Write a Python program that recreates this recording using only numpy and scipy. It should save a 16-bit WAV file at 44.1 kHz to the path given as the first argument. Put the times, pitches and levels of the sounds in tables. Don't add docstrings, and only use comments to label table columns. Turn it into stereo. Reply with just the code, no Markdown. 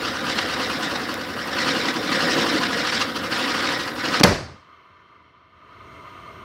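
import sys
import numpy as np
from scipy import signal
from scipy.fft import rfft, irfft, next_fast_len
from scipy.io import wavfile
from scipy.ndimage import uniform_filter1d, minimum_filter1d, map_coordinates

SR = 44100
rng = np.random.default_rng(int(sys.argv[2]) if len(sys.argv) > 2 else 0)


def inscribe(sig):
    pcm = np.round(np.clip(np.atleast_2d(sig).T, -1, 1) * 32767)
    wavfile.write(sys.argv[1], SR, pcm.astype(np.int16))


N = 284004


def amp(db):
    return 10 ** (np.asarray(db) / 20)


def unit(x):
    return x / np.sqrt(np.mean(x ** 2) + 1e-20)


def along(points, hz):
    f, v = np.transpose(points)
    return np.interp(np.log(hz + 1), np.log(f + 1), v)


def curves(rows):
    s, *cols = np.transpose(rows)
    return [np.interp(np.arange(N) / SR, s, c) for c in cols]


def wobble(rate):
    knots = rng.standard_normal(int(N * rate / SR) + 4)
    return map_coordinates(knots, [np.arange(N) * rate / SR])


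def filtered(x, response):
    m = next_fast_len(N + SR // 8)
    return irfft(rfft(x, m) * response(np.fft.rfftfreq(m, 1 / SR)), m)[..., :N]


def delayed(pair, lags):
    return np.array([map_coordinates(side, [np.arange(N) - lag], mode="nearest")
                     for side, lag in zip(pair, lags)])


def spread(hz, alike):
    turn = np.arccos(np.clip(along(alike, hz), -1, 1)) / 2
    return np.array([np.cos(turn), np.sin(turn)])


def smooth_field(shape, bins, frames):
    field = uniform_filter1d(rng.standard_normal(shape), size=bins, axis=0)
    return unit(uniform_filter1d(field, size=frames, axis=1))


def rush(colour, patchy_db):
    # hz, likeness (0 to 1)
    near_alike = [(30, .995), (170, .99), (350, .98), (700, .95), (1400, .93), (2800, .82), (5600, .68),
                  (7000, .37), (10000, .28)]
    z = signal.stft(rng.standard_normal((2, N)), nperseg=512)[2]
    patches = amp(patchy_db * smooth_field(z.shape[1:], bins=6, frames=6))
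    pair = signal.istft(z * patches, nperseg=512)[1][:, :N]
    mid, side = filtered(pair, lambda hz: amp(along(colour, hz)) * spread(hz, near_alike))
    return unit(np.array([mid + side, mid - side]))


def burn():
    # start_s, hiss_db
    burn_curve = [(0, -27.5), (.04, -25), (.2, -29), (.3, -24.5), (.66, -26.5), (.95, -27), (1.349, -31),
                  (1.41, -28), (1.5, -29.5), (1.59, -23.5), (1.88, -24.5), (2.01, -28.5), (2.12, -23),
                  (2.45, -22.5), (2.68, -25), (3.0, -23), (3.12, -32), (3.22, -28.5), (3.298, -29),
                  (3.318, -24), (3.69, -24), (3.88, -28), (3.93, -33), (4.02, -26.5), (4.05, -24),
                  (4.2, -24.5)]
    # middle_s, rise_db over the burn
    flares = [(.39, 1.5), (.61, 1), (.84, 2), (.92, 2), (1.1, 2), (2.94, 1.5), (3.015, 4.5), (3.168, 5.5),
              (3.25, 1.5), (3.33, 1), (4.13, 2.5)]
    # start_s, level_db
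    roar_level = [(0, -33), (.5, -30.5), (1.1, -31), (1.6, -32), (2.4, -27.5), (2.9, -33.5), (3.3, -30.5),
                  (3.7, -32.5), (4.2, -31)]
    flare_s = .015
    roar_follows, bright_grows = 0.79, 0.75
    bright_db = 2
    t = np.arange(N) / SR
    spurts_db = sum(db * np.exp(-((t - s) / flare_s) ** 2) for s, db in flares)
    hiss_db = curves(burn_curve)[0] + spurts_db
    surge_db = hiss_db - np.mean(np.transpose(burn_curve)[1])
    roar_db = curves(roar_level)[0] + roar_follows * surge_db
    return hiss_db, roar_db, bright_db + bright_grows * surge_db


def jet_hiss(angle, sputter, bright_db):
    # hz, level_db per Hz
    hiss_colour = [(400, -43), (700, 0), (1000, 3.5), (1600, -1), (2100, -2.5), (2400, -3), (2800, -3.5),
                   (3300, -8), (3900, -4), (4600, -6.5), (5400, -6.5), (5900, -12.5), (6400, -18),
                   (8500, -23.5), (11000, -35), (15800, -62)]
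    spurts = 3 * np.clip(wobble(90) - 1, 0, None)
    hiss = rush(hiss_colour, patchy_db=1.8) * amp(.45 * sputter + 1.3 * wobble(160) + spurts)
    beam_db = .7 * np.cos(angle + .45) + .7 * np.cos(2 * angle + 1.9)
    bright = filtered(hiss, lambda hz: 1 / (1 + (2600 / (hz + 1)) ** 3))
    body = amp(beam_db) * (hiss - bright)
    return body + amp(.4 * beam_db + bright_db + .8 * wobble(40)) * bright


def board_echo(hiss, angle):
    lag_ms = .605 + .062 * np.cos(angle + [[.6], [.45]])
    bounce = delayed(hiss, lag_ms * SR / 1000)
    return filtered(bounce, lambda hz: .5 / (1 + (hz / 4300) ** 4))


def spark_fizz(angle, hiss_db):
    # hz, level_db per Hz
    fizz_colour = [(5000, -28.5), (7500, -7.5), (9500, -1), (12000, -6), (15800, -11.5)]
    swing_db, follows = 6, 0.59
    crackle = amp(2.5 * wobble(400) + 1.5 * wobble(12))
    turn_swell = np.cos(angle + .6) + 0.37 * np.cos(2 * angle + 3.2)
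    crackle *= amp(swing_db * turn_swell + follows * hiss_db)
    return amp(-50.5) * unit(crackle * rush(fizz_colour, patchy_db=0.5))


def sway(flame, angle):
    swing_us, swing_db, leftmost_turn = 46, .7, .66
    left = (.2 + np.cos(angle - 2 * np.pi * leftmost_turn)) * [[.5], [-.5]]
    return amp(swing_db * left) * delayed(flame, -left * swing_us * SR / 1e6)


def jet():
    # start_s, speed in turns a second
    spin = [(0, 8.676), (.4, 8.694), (1, 10.503), (1.7, 10.56), (2.3, 11.963), (3, 13.173), (4.2, 11.684)]
    # hz, level_db per Hz
    roar_colour = [(40, -52), (100, -25), (165, 6), (210, 2.5), (280, 2.5), (550, 0), (900, -12.5),
                   (1500, -32.5)]
    # hz, level_db per Hz
    rumble_colour = [(25, -25), (50, -14), (80, -5), (130, -0.5), (250, -31.5)]
    start_turn = -.428
    angle = 2 * np.pi * (start_turn + np.cumsum(curves(spin)[0]) / SR)
    hiss_db, roar_db, bright_db = burn()
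    sputter = wobble(28)
    hiss = jet_hiss(angle, sputter, bright_db)
    hiss = unit(hiss + board_echo(hiss, angle))
    roar = rush(roar_colour, patchy_db=1.62) * amp(0.5 * sputter + 0.28 * wobble(45))
    flame = amp(hiss_db) * hiss + amp(roar_db) * unit(roar)
    flame += amp(-43.5) * rush(rumble_colour, patchy_db=1.0)
    fizz = spark_fizz(angle, hiss_db)

    def near_wall(hz):
        return 1 + .5 / (1 + (hz / 1100) ** 3) * np.exp(-2j * np.pi * (hz - 50) * .00425)

    alight = np.clip((4.226 - np.arange(N) / SR) / .022, 0, 1)
    return alight * filtered(sway(flame, angle) + fizz, near_wall)


def sparks():
    # start_s, level_db (relative)
    snaps = [(1.142, -15), (1.4755, -17), (1.8644, -48), (2.4528, -35), (2.616, -40), (3.1652, -27),
             (3.7259, -22), (4.0936, -28)]
    out, t = np.zeros((2, N + SR)), np.arange(200) / SR
    for s, db in snaps:
        noise = np.diff(rng.standard_normal((2, len(t) + 1)))
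        snap = noise * amp(-60 * t / .004)
        out[:, round(s * SR):][:, :len(t)] += amp(db + 14.5) * snap
    return filtered(out[:, :N], lambda hz: 1 / (1 + 1j * hz / 3200) ** 2)


def blast():
    # start_s, length_ms, level_db
    puffs = [(4.1955, 9, -18.5), (4.2325, 7.7, 1)]
    # start_s, width_ms, level_db, sign (+1 push, -1 suction), thud_db, thud_hz
    blows = [(4.2042, .6, -18, 1, -13, 250), (4.2103, .3, -22, 1, -5.5, 290),
             (4.2116, .17, -2, 1, -30, 240), (4.2182, .4, -14, 1, -22, 600), (4.2388, .5, -8, 1, 0, 190),
             (4.2423, .09, 1, 1, -30, 182), (4.2441, .04, 8, -1, -12, 190), (4.2486, .25, 2, 1, -12, 900)]
    # hz, level_db per Hz
    tear_colour = [(300, -10), (900, -2), (1300, -3.5), (1700, -6), (4000, -6), (6000, -7), (8000, -20),
                   (15000, -26.5)]
    boom_hz, boom_db, boom_builds_s, boom_t60_s = 84, -16, 0.035, 0.56
    first = round(4.1 * SR)
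    span = slice(first, first + SR)
    t, gate, push = np.arange(first, first + SR) / SR, np.zeros(N), np.zeros(N)
    for s, ms, db in puffs:
        u = (t - s) * 1000 / ms
        gate[span] += amp(db) * np.clip(1.6 * u, 0, 1) * np.clip((1 - u) * 8, 0, 1)
    for s, ms, db, sign, thud_db, thud_hz in blows:
        since = np.clip(t - s, 0, .2)
        u = since * 1000 / ms
        push[span] += sign * amp(db) * 2 * u * (2 - u) * np.exp(-u)
        push[span] += amp(thud_db - 60 * since / .038) * np.sin(2 * np.pi * thud_hz * since)
    since = np.clip(t - puffs[-1][0], 0, None)
    swell = amp(boom_db - 60 * since / boom_t60_s) * (1 - np.exp(-since / boom_builds_s))
    push[span] += swell * np.sin(2 * np.pi * boom_hz * since)
    return push + gate * rush(tear_colour, patchy_db=2.0)


def walls(x, colour):
    # hz, t60_s
    wall_decay = [(70, 0.5), (200, .5), (500, 0.43), (4000, 0.49), (8000, 0.45), (14000, 0.26)]
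    # hz, likeness (0 to 1)
    walls_alike = [(130, .96), (290, .86), (640, .6), (1400, .15), (3000, .05)]
    treble_builds_s, bass_builds_s = 0.036, 0.037
    hz, t, z = signal.stft(rng.standard_normal((2, SR)), SR, nperseg=512)
    f = hz[:, None]
    z *= amp(along(colour, f) - 60 * t / along(wall_decay, f)) * spread(hz, walls_alike)[..., None]
    z *= 1 - 0.65 * np.exp(-t / treble_builds_s) / (1 + (2200 / (f + 1)) ** 4)
    z *= 1 - 0.7 * np.exp(-t / bass_builds_s) / (1 + (f / 170) ** 4)
    z *= amp(1.8 * smooth_field(z.shape[1:], bins=12, frames=3))
    mid, side = signal.istft(z, SR, nperseg=512)[1]
    tail = np.array([mid + side, mid - side])
    late = np.pad(x, (250, 0))[None]
    return signal.fftconvolve(late, tail / np.linalg.norm(tail[0]), axes=1)[:, :N]


def coasting_wheel():
    # start_s, level_db
    coast = [(4.2, -54), (4.7, -50.5), (5.4, -54.5), (6.44, -58.5)]
    # hz, level_db per Hz
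    whirr_colour = [(700, -19), (840, -28.5), (990, -5.5), (1110, -9.5), (1225, -0.5), (1310, -12),
                    (1560, -14.5), (1670, -27), (1780, -14.5), (1910, -23), (2110, -10.5), (2500, -29),
                    (2680, -18.5), (2850, -25), (3100, -18), (3400, -27.5), (3750, -29.5), (3930, -29),
                    (4180, -25), (4700, -38), (5600, -36.5), (6200, -44), (7500, -56), (11000, -74.5)]
    return amp(curves(coast)[0] + .6 * wobble(22)) * rush(whirr_colour, patchy_db=1.0)


def night():
    # hz, level_db per Hz
    town_colour = [(25, -19.5), (85, 2), (200, -10), (400, -6.5), (540, -17.5), (650, -6), (740, -18.5),
                   (840, -22.5), (1300, -16), (1670, -26.5), (2500, -22.5), (4500, -39.5), (6500, -32),
                   (7600, -45.5), (8800, -33), (9700, -44.5), (10300, -44.5), (11500, -58.5), (13500, -53),
                   (15800, -64.5)]
    # start_s, level_db
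    treble_level = [(4.6, 1.5), (5.4, -8), (5.9, 1.5), (6.44, 0.5)]
    town = amp(-61) * rush(town_colour, patchy_db=1.2)
    treble = filtered(town, lambda hz: 1 / (1 + (4300 / (hz + 1)) ** 8))
    whine = amp(-86 + 1.2 * wobble(14)) * np.sin(2 * np.pi * 12107 * np.arange(N) / SR)
    return town - treble + amp(curves(treble_level)[0]) * (treble + whine)


def scene():
    # hz, level_db
    wall_colour = [(30, -16), (300, 0), (5000, 4), (15000, -2.5)]
    # hz, level_db
    bang_colour = [(30, -26), (80, 4.5), (150, 5), (230, 0), (300, -3), (560, 2), (820, -5.5), (1030, -4.5),
                   (1330, -6.5), (1600, -3.5), (3270, -15), (4840, -10), (6000, -15.5), (7000, -22),
                   (15000, -33)]
    # hz, left-right difference_db
    lean = [(60, .9), (380, .8), (700, 1.5), (1300, .6), (2400, .4), (4400, 3.2), (8000, 1.8), (15000, 2.4)]
    fire = jet() + sparks()
    shock = np.zeros(N)
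    shock[round(4.2355 * SR)] = 1
    answer = amp(-14) * walls(fire.mean(0), wall_colour)
    answer += amp(22.0) * walls(shock, bang_colour)
    sides = np.array([[1], [-1]])

    def ports(hz):
        return amp(along(lean, hz) / 2 * sides) * np.exp(1j * np.pi * hz / SR * sides)

    return filtered(fire + blast() + answer + coasting_wheel() + night(), ports)


def record(dry):
    top_hz = 15900
    t = np.arange(N) / SR
    power = uniform_filter1d(np.mean(dry ** 2, 0), size=400)
    level_db = 10 * np.log10(np.abs(power) + 1e-12)
    quiet_s = t - np.maximum.accumulate(np.where(level_db > -40, t, 0))
    lift_db = 15 * (1 - np.exp(-(np.clip(quiet_s - .95, 0, None) / 0.31) ** 1.47))
    over_db = -minimum_filter1d(-np.clip(level_db + 3.5, 0, None), size=501, origin=-250)
    duck_db = np.maximum.accumulate(over_db + 70 * t) - 70 * t
    x = dry * amp(lift_db - uniform_filter1d(duck_db, size=300))
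    x = x / (1 + np.abs(x / 0.93) ** 6) ** (1 / 6)

    def band(hz):
        return (1j * hz / (30 + 1j * hz)) ** 4 * np.clip((top_hz - hz) / 150, 0, 1)

    return filtered(x, band)


dry = scene()
out = record(dry)
inscribe(out)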